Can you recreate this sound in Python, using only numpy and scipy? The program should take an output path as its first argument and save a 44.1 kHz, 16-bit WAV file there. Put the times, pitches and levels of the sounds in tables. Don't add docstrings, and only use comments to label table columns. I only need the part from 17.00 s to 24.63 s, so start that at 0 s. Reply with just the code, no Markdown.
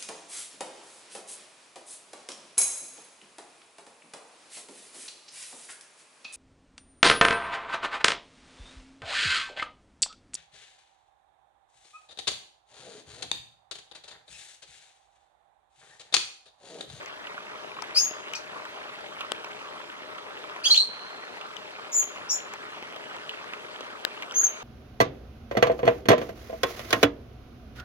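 import sys
import numpy as np
from scipy import signal
from scipy.fft import rfft, irfft
from scipy.io import wavfile
from scipy.ndimage import uniform_filter1d

SR = 44100
rng = np.random.default_rng(int(sys.argv[2]) if len(sys.argv) > 2 else 0)


def file_out(sig):
    cols = np.atleast_2d(sig).T
    lim = np.clip(cols, -1, 1)
    pcm = np.round(lim * 32767).astype(np.int16)
    wavfile.write(sys.argv[1], SR, pcm)


N = 336483


def rain():
    # time_s, level_db
    strength = [(0.0, -45), (2.7, -44), (3.04, -45.5), (3.61, -44.5), (3.7, -45.5), (6.33, -44),
                (7.63, -44.5)]
    time_s, level_db = np.transpose(strength)
    level = gain_of(np.interp(np.arange(N) / SR, time_s, level_db))
    return level * (gain_of(3.5) * rain_wash() + gain_of(-4.5) * leaf_patter())


def rain_wash():
    # pitch_hz, level_db
    colour = [(18, -51), (30, -22), (332, -7.5), (410, -5.5), (533, -5), (609, -5.5), (752, -6.5),
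              (1210, -2.5), (3210, -10), (8760, -30.5), (10500, -31), (11700, -44.5), (13000, -42),
              (14900, -43), (16500, -65)]
    # pitch_hz, swing_db
    unevenness = [(100, 1), (500, 2), (2000, 2.5), (4000, 1.5), (9000, 1.9)]
    frames, hz = N // 128 + 5, np.fft.rfftfreq(512, 1 / SR)
    left_real, left_imag, right_real, right_imag, drift = rng.standard_normal((frames, 257, 5)).T
    flicker = evened(uniform_filter1d(uniform_filter1d(drift[::-1], 60, 0), 2, 1))
    patches = evened(uniform_filter1d(uniform_filter1d(drift, 6, 0), 20, 1))
    spectra = np.array([left_real + 1j * left_imag, right_real + 1j * right_imag])
    spectra *= gain_of(read(unevenness, hz)[:, None] * (patches + 0.8 * flicker))
    noise = signal.istft(spectra, nperseg=512, noverlap=384)[1][:, :N]
    return evened(equalize(noise, colour))


def leaf_patter(leaves=24, drops_per_s=400):
    # pitch_hz, level_db
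    leaf_levels = [(300, -11.5), (600, -4.5), (1200, 0), (2000, 6.5), (3100, 9), (5000, -23), (9000, -28)]
    size = gain_of(3.8 * np.minimum(rng.exponential(1, (2, N)), 3.5))
    hits = size * (rng.random((2, N)) < drops_per_s / SR)
    leaf_hit = rng.integers(0, leaves, (2, N))
    t, out = np.arange(1200) / SR, np.zeros((2, N))
    for leaf, hz in enumerate(np.geomspace(300, 9000, num=leaves)):
        ring = np.sin(2 * np.pi * hz * t) * t * np.exp(-t * hz / 0.99) * hz ** 1.01
        ringing = signal.oaconvolve(hits * (leaf_hit == leaf), ring[None])[:, :N]
        out += gain_of(read(leaf_levels, hz)) * ringing
    return evened(out)


def close_drops():
    # start_s, tick_db, tick_hz, leaf_db, leaf_hz, push_db, splash_db, pan_db
    loud_drops = [(0.06, -40, 1930, -10, 1050, -22, 5, 7), (0.27, -32.5, 2760, -4, 1520, -23, -24, -5),
                  (0.379, -45, 2210, 18, 1380, -5, -19, -4), (0.7664, -41, 2000, 8, 1020, -5, -20, 2),
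                  (0.7869, -49, 2270, 20, 1200, -7, -5, 0.0), (0.822, -39, 1950, 7, 1040, -43, 10, 15.5),
                  (0.8405, -35, 1900, -8, 1060, -24, -20, -5), (1.1109, -38.5, 2760, -20, 1170, 7, -8, 0),
                  (1.283, -32.5, 2120, -15, 1020, -17, -14, -3),
                  (1.3358, -25.5, 2800, -32, 1500, -29, -2, 6.5), (1.6528, -40.5, 2740, 12, 1290, 1, -3, 0),
                  (2.2075, -26, 2700, -4, 1290, -15, -33, -3.5), (2.216, -44, 2880, 6, 1420, -10, -21, 3),
                  (2.3196, -25, 2930, -10, 1240, 3.5, -3, 17), (2.4453, -31.5, 2210, -10, 1230, 1, -5, -3),
                  (2.8016, -43.5, 1930, 8, 1010, -14, -18, 7), (3.1823, -38, 2910, 3, 1240, 2, -10, -2),
                  (3.4398, -50.5, 2900, 18, 1080, -9, -18, -5), (3.4969, -38, 2830, 5, 1230, -19, -24, -3),
                  (3.5623, -33.5, 1980, -0.5, 1060, -8, -17, -3), (4.37, -36.5, 2150, -1, 872, -17, -23, 3),
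                  (4.412, -32.5, 2640, -3, 1310, -18, -26, -5), (4.5668, -31, 2800, -13, 1180, -20, -7, 9),
                  (4.784, -53, 2160, 14, 970, -10, -19, -1.0), (5.16, -42.5, 1960, 9.5, 1150, 0, -15, 3),
                  (5.5366, -34.5, 2230, -2, 775, -17, 2, 5), (5.7718, -45, 2180, 11, 1070, -15, -18, -1.5),
                  (5.826, -38, 2130, -2, 1010, 4, -19, 3), (5.925, -48, 2050, 5, 1000, 16, -12, 0),
                  (5.9623, -34, 3100, -17, 778, -25, -5, 0), (6.1644, -39, 3100, 0.5, 1110, -1, 1, 0),
                  (6.2933, -25.5, 2900, -34, 1000, -27, -33, -2),
                  (6.345, -37, 2280, -18, 1490, -16, -23, -9), (6.5355, -27, 2020, -0.5, 1240, -8, -27, -3),
                  (6.8079, -30.5, 3060, -5.5, 999, -3, -5, -1),
                  (7.0502, -14, 3200, -5.5, 1690, -15, -37, 9),
                  (7.1732, -49, 1930, 12.5, 1020, -11, -22, 10),
                  (7.223, -26, 2380, -11, 1200, -38, -16, -3), (7.231, -34.5, 2040, -15, 1250, -32, -24, 5),
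                  (7.3105, -31, 3050, -2.5, 1380, -43, -15, 0), (7.3224, -43, 2240, 8, 1300, -15, 13, -1),
                  (7.432, -52, 3080, 24, 1540, -6, -1, -3)]
    typical_drop = [(-46, 2.5), (2400, 400), (2, 5), (1150, 180), (-5, 5), (-15, 4), (0.0, 4)]
    middle, spread = np.transpose(typical_drop)
    draws = rng.random((24, 1 + len(middle)))
    faint_drops = np.c_[draws[:, 0] * N / SR, middle + spread * np.sqrt(12) * (draws[:, 1:] - .5)]
    out = np.zeros((2, N))
    for start_s, *settings in loud_drops + faint_drops.tolist():
        add(out, start_s, drop(*settings))
    return out


def drop(tick_db, tick_hz, leaf_db, leaf_hz, push_db, splash_db, pan_db):
    hard = tick_db + abs(pan_db) / 2 > -19
    tremble_s, spray_s = (.008, .0006) if hard else (.042, .001)
    tick_width_hz, splash_hz = (2400, 7900) if hard else (1600, 5400)
    t = np.arange(2200) / SR
    noise = rng.standard_normal(len(t)) * (1 - np.exp(-t / 0.0001))
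    impact = 1.83 * np.exp(-(t / .00004 - 3) ** 2)
    burst = impact + noise * np.exp(-t / spray_s)
    tremble = noise * gain_of(-60 * t / tremble_s)
    tick = band(burst, tick_hz, tick_width_hz) + gain_of(-1.5) * band(tremble, tick_hz, 910)
    leaf = gain_of(leaf_db) * band(burst + gain_of(6) * tremble, leaf_hz, 600)
    push = gain_of(push_db) * band(np.gradient(burst), 315, 470)
    splash = gain_of(splash_db) * band(burst, splash_hz, 2100)
    return pan(gain_of(tick_db) * (tick + leaf + push + splash), pan_db)


def bird_calls():
    # start_s, rise_s, hold_s, fall_s, level_db, start_hz, risen_hz, held_hz,
    # wobble_hz, high_tones_db, rasp_db, pan_db
    notes = [(0.945, 0.026, .016, 0.015, -12.5, 4450, 4960, 5240, 207, -21, -14.5, -2),
             (0.952, 0.004, .03, .014, -36, 2370, 2373, 2595, 179, -30, -8, -3),
             (0.978, 0.013, 0.064, 0.034, -21.5, 6300, 6370, 6694, 110, -20, -50, 2),
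             (1.345, 0.0074, .003, 0.019, -32.5, 2370, 2426, 2480, 58, -3, -11, -7),
             (1.347, 0.0053, 0.0069, 0.0093, -30, 4500, 4890, 6050, 910, -25, -10, 0),
             (3.632, 0.011, 0.041, 0.012, -25, 4270, 4620, 4900, 180, -17.5, -12, -2),
             (3.637, 0.022, 0.011, 0.0062, -16, 2243, 3290, 3224, 49.3, -8.5, -16, -3.5),
             (3.692, 0.011, .006, .008, -23, 3210, 3240, 3320, 49, -10, -10, -3),
             (3.7, 0.01, 0.021, .014, -8.5, 4100, 4130, 4330, 88, -31, -15, -5),
             (3.733, 0.014, .02, 0.0055, -18.5, 2864, 3217, 3680, 342, -9.5, -9.5, -1),
             (3.77, 0.0076, 0.0029, .01, -3, 4360, 4190, 4080, 69, -37, -17, -3),
             (3.781, 0.00675, 0.0258, 0.025, -14.5, 4100, 4050, 4306, 69.4, -23, -23, -5.5),
             (4.913, 0.04, 0.0543, 0.023, -19, 6750, 7060, 6650, 152, -16, -54, -0.5),
             (4.924, 0.0059, .003, 0.047, -29, 5650, 5850, 5740, 400, -21, -14, -3),
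             (5.287, 0.015, 0.016, 0.0098, -20, 5550, 5610, 5530, 188, -39, -20, -1.5),
             (5.297, 0.013, 0.035, 0.02, -24, 6640, 6910, 7040, 203, -15, -44, 1),
             (7.338, 0.027, 0.049, 0.01, -17.5, 6050, 6450, 6650, 102, -20.5, -49, -1.5),
             (7.432, 0.0088, 0.0085, 0.038, -14, 6400, 6500, 6320, 98, -19.5, -52, -1)]
    out = np.zeros((2, N))
    for start_s, *settings in notes:
        add(out, start_s, whistle(*settings))
    return out


def whistle(rise_s, hold_s, fall_s, level_db, start_hz, risen_hz, held_hz,
            wobble_hz, high_tones_db, rasp_db, pan_db):
    corners_s = np.cumsum([0, rise_s, hold_s, fall_s])
    t = np.arange(0, corners_s[-1], 1 / SR)
    shake, hiss = rng.standard_normal((8000, 2))[:len(t)].T
    pitch = np.interp(t, corners_s[:3], [start_hz, risen_hz, held_hz])
    wobble = wobble_hz * evened(uniform_filter1d(uniform_filter1d(shake, 50), 50))
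    phase = 2 * np.pi * np.cumsum(pitch + wobble) / SR
    octave = np.sin(2 * phase) * (pitch < SR / 7.3)
    mirror_hz, limit_hz = 20000, 15400
    mirrored = 0.23 * np.sin(2 * np.pi * mirror_hz * t - phase) * (mirror_hz - pitch < limit_hz)
    extra_tone = gain_of(-17) * np.sin(1.58 * phase)
    tone = np.sin(phase) + gain_of(high_tones_db) * (octave + mirrored + extra_tone)
    rasp = evened(resonate(resonate(hiss, 1.15 * pitch, 2600), 1.15 * pitch, 2200))
    level = gain_of(level_db + np.interp(t, corners_s, [-21.5, 0, 0, -36]))
    level *= signal.windows.tukey(len(t), .15)
    return pan(level * (np.sqrt(2) * tone + gain_of(rasp_db) * rasp), pan_db)


def wall_echoes(sound):
    # pitch_hz, fade_s
    near_walls = [(500, 0.064), (3200, 0.16), (4200, 0.21), (5000, 0.14), (6500, 0.2), (12000, 0.21)]
    # pitch_hz, fade_s
    far_houses = [(500, 2.3), (3300, 1.2), (4200, 1.4), (5000, 0.73), (6600, 0.75), (12000, .5)]
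    echoes = np.zeros((2, SR))
    arrivals = np.arange(200, SR - 20, 20) + rng.integers(0, 20, (2, (SR - 201) // 20))
    np.put_along_axis(echoes, arrivals, rng.choice([-1., 1.], arrivals.shape), 1)
    hz, t, spectra = signal.stft(echoes, SR, nperseg=256)
    near_fade = gain_of(-60 * t / read(near_walls, hz)[:, None])
    far_fade = gain_of(-28 - 60 * t / read(far_houses, hz)[:, None])
    tail = signal.istft(spectra * (near_fade + far_fade), SR, nperseg=256)[1]
    return signal.fftconvolve(sound, tail / np.linalg.norm(tail[0]), axes=1)[:, :N]


def hum():
    # pitch_hz, width_hz, level_db, steady_share (0 to 1)
    tones = [(420, 25, -58, .1), (590, 30, -61, .0), (618, 20, -56, .3)]
    t, out = np.arange(N) / SR, 0
    for hz, width, db, steady in tones:
        noise = rng.standard_normal((2, N))
        wavering = evened(np.array([resonate(resonate(x, hz, width), hz, width) for x in noise]))
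        tone = np.sqrt(2 * steady) * np.sin(2 * np.pi * hz * t)
        out = out + gain_of(db) * (tone + np.sqrt(1 - steady) * wavering)
    return out


def blend(main, other, likeness):
    # pitch_hz, lag_radians
    lags = [(100, 1), (600, -0.53), (1120, -1.41), (1890, -2.5), (3100, -2), (4050, -2.5), (5500, -2.5),
            (8000, -2)]
    shift = np.exp(-1j * read(lags, np.fft.rfftfreq(N, 1 / SR)))
    return irfft(likeness * rfft(main) * shift + np.sqrt(1 - likeness ** 2) * rfft(other), N)


def gain_of(db):
    return 10 ** (np.asarray(db) / 20)


def evened(x):
    return x / np.sqrt(np.mean(x ** 2) + 1e-20)


def read(points, hz):
    pitches, values = np.transpose(points)
    return np.interp(np.log(hz + 1), np.log(pitches + 1), values)


def equalize(x, points, amount=1):
    return irfft(rfft(x) * gain_of(amount * read(points, np.fft.rfftfreq(N, 1 / SR))), N)


def pan(sound, pan_db):
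    return sound * gain_of([[pan_db / 2], [-pan_db / 2]])


def add(mix, start_s, sound):
    part = mix[..., max(round(start_s * SR), 0):][..., :sound.shape[-1]]
    part += sound[..., :part.shape[-1]]


def resonate(x, hz, width_hz):
    turn = np.exp(2j * np.pi * np.cumsum(hz * np.ones(len(x))) / SR)
    decay = np.exp(-np.pi * width_hz / SR)
    return 2 * (turn * signal.lfilter([1 - decay], [1, -decay], x / turn + 1e-18)).real


def band(x, hz, width_hz):
    ring = resonate(resonate(x, hz, width_hz), hz, width_hz)
    return ring / abs(ring).max()


def scene():
    # pitch_hz, likeness (0 to 1)
    likeness = [(60, 0.25), (300, 0.24), (600, 0.1), (1000, 0.44), (3000, 0.95), (8000, 0.11),
                (15000, 0.13)]
    # pitch_hz, pan_db
    lean = [(60, -3.5), (180, 4), (550, 6), (1650, -1.5), (4970, 0.0), (15000, 2)]
    bed = rain() + hum()
    bed[1] = blend(bed[0], bed[1], read(likeness, np.fft.rfftfreq(N, 1 / SR)))
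    bed = equalize(bed, lean, amount=np.array([[.5], [-.5]]))
    drops, birds = close_drops(), bird_calls()
    drops[1] = blend(drops[1], drops[0], likeness=0.97)
    birds[1] = blend(birds[1], birds[0], likeness=0.88)
    drops = gain_of(3) * (drops + gain_of(-38) * wall_echoes(drops))
    return bed + drops + gain_of(-2) * birds + gain_of(-3) * wall_echoes(birds)


def record(dry):
    # pitch_hz, gain_db
    treble_gap = [(10600, -0.5), (11300, -9.5), (12500, -45), (13100, 4.5)]
    bass_hz, top_hz, loud_db, average_s = 60, 16200, -22.5, .12
    thin = signal.sosfilt(signal.butter(2, bass_hz, "high", fs=SR, output="sos"), dry)
    decay = np.exp(-1 / (average_s * SR))
    power_db = 10 * np.log10(signal.lfilter([1 - decay], [1, -decay], (thin ** 2).mean(0)) + 1e-12)
    turned_down = thin / gain_of(0.54 * np.maximum(power_db - loud_db, 0))
    top_cut = signal.firwin(511, top_hz, window=("kaiser", 9), fs=SR)
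    return signal.oaconvolve(equalize(turned_down, treble_gap), top_cut[None], "same")


dry = scene()
out = record(dry)
file_out(out)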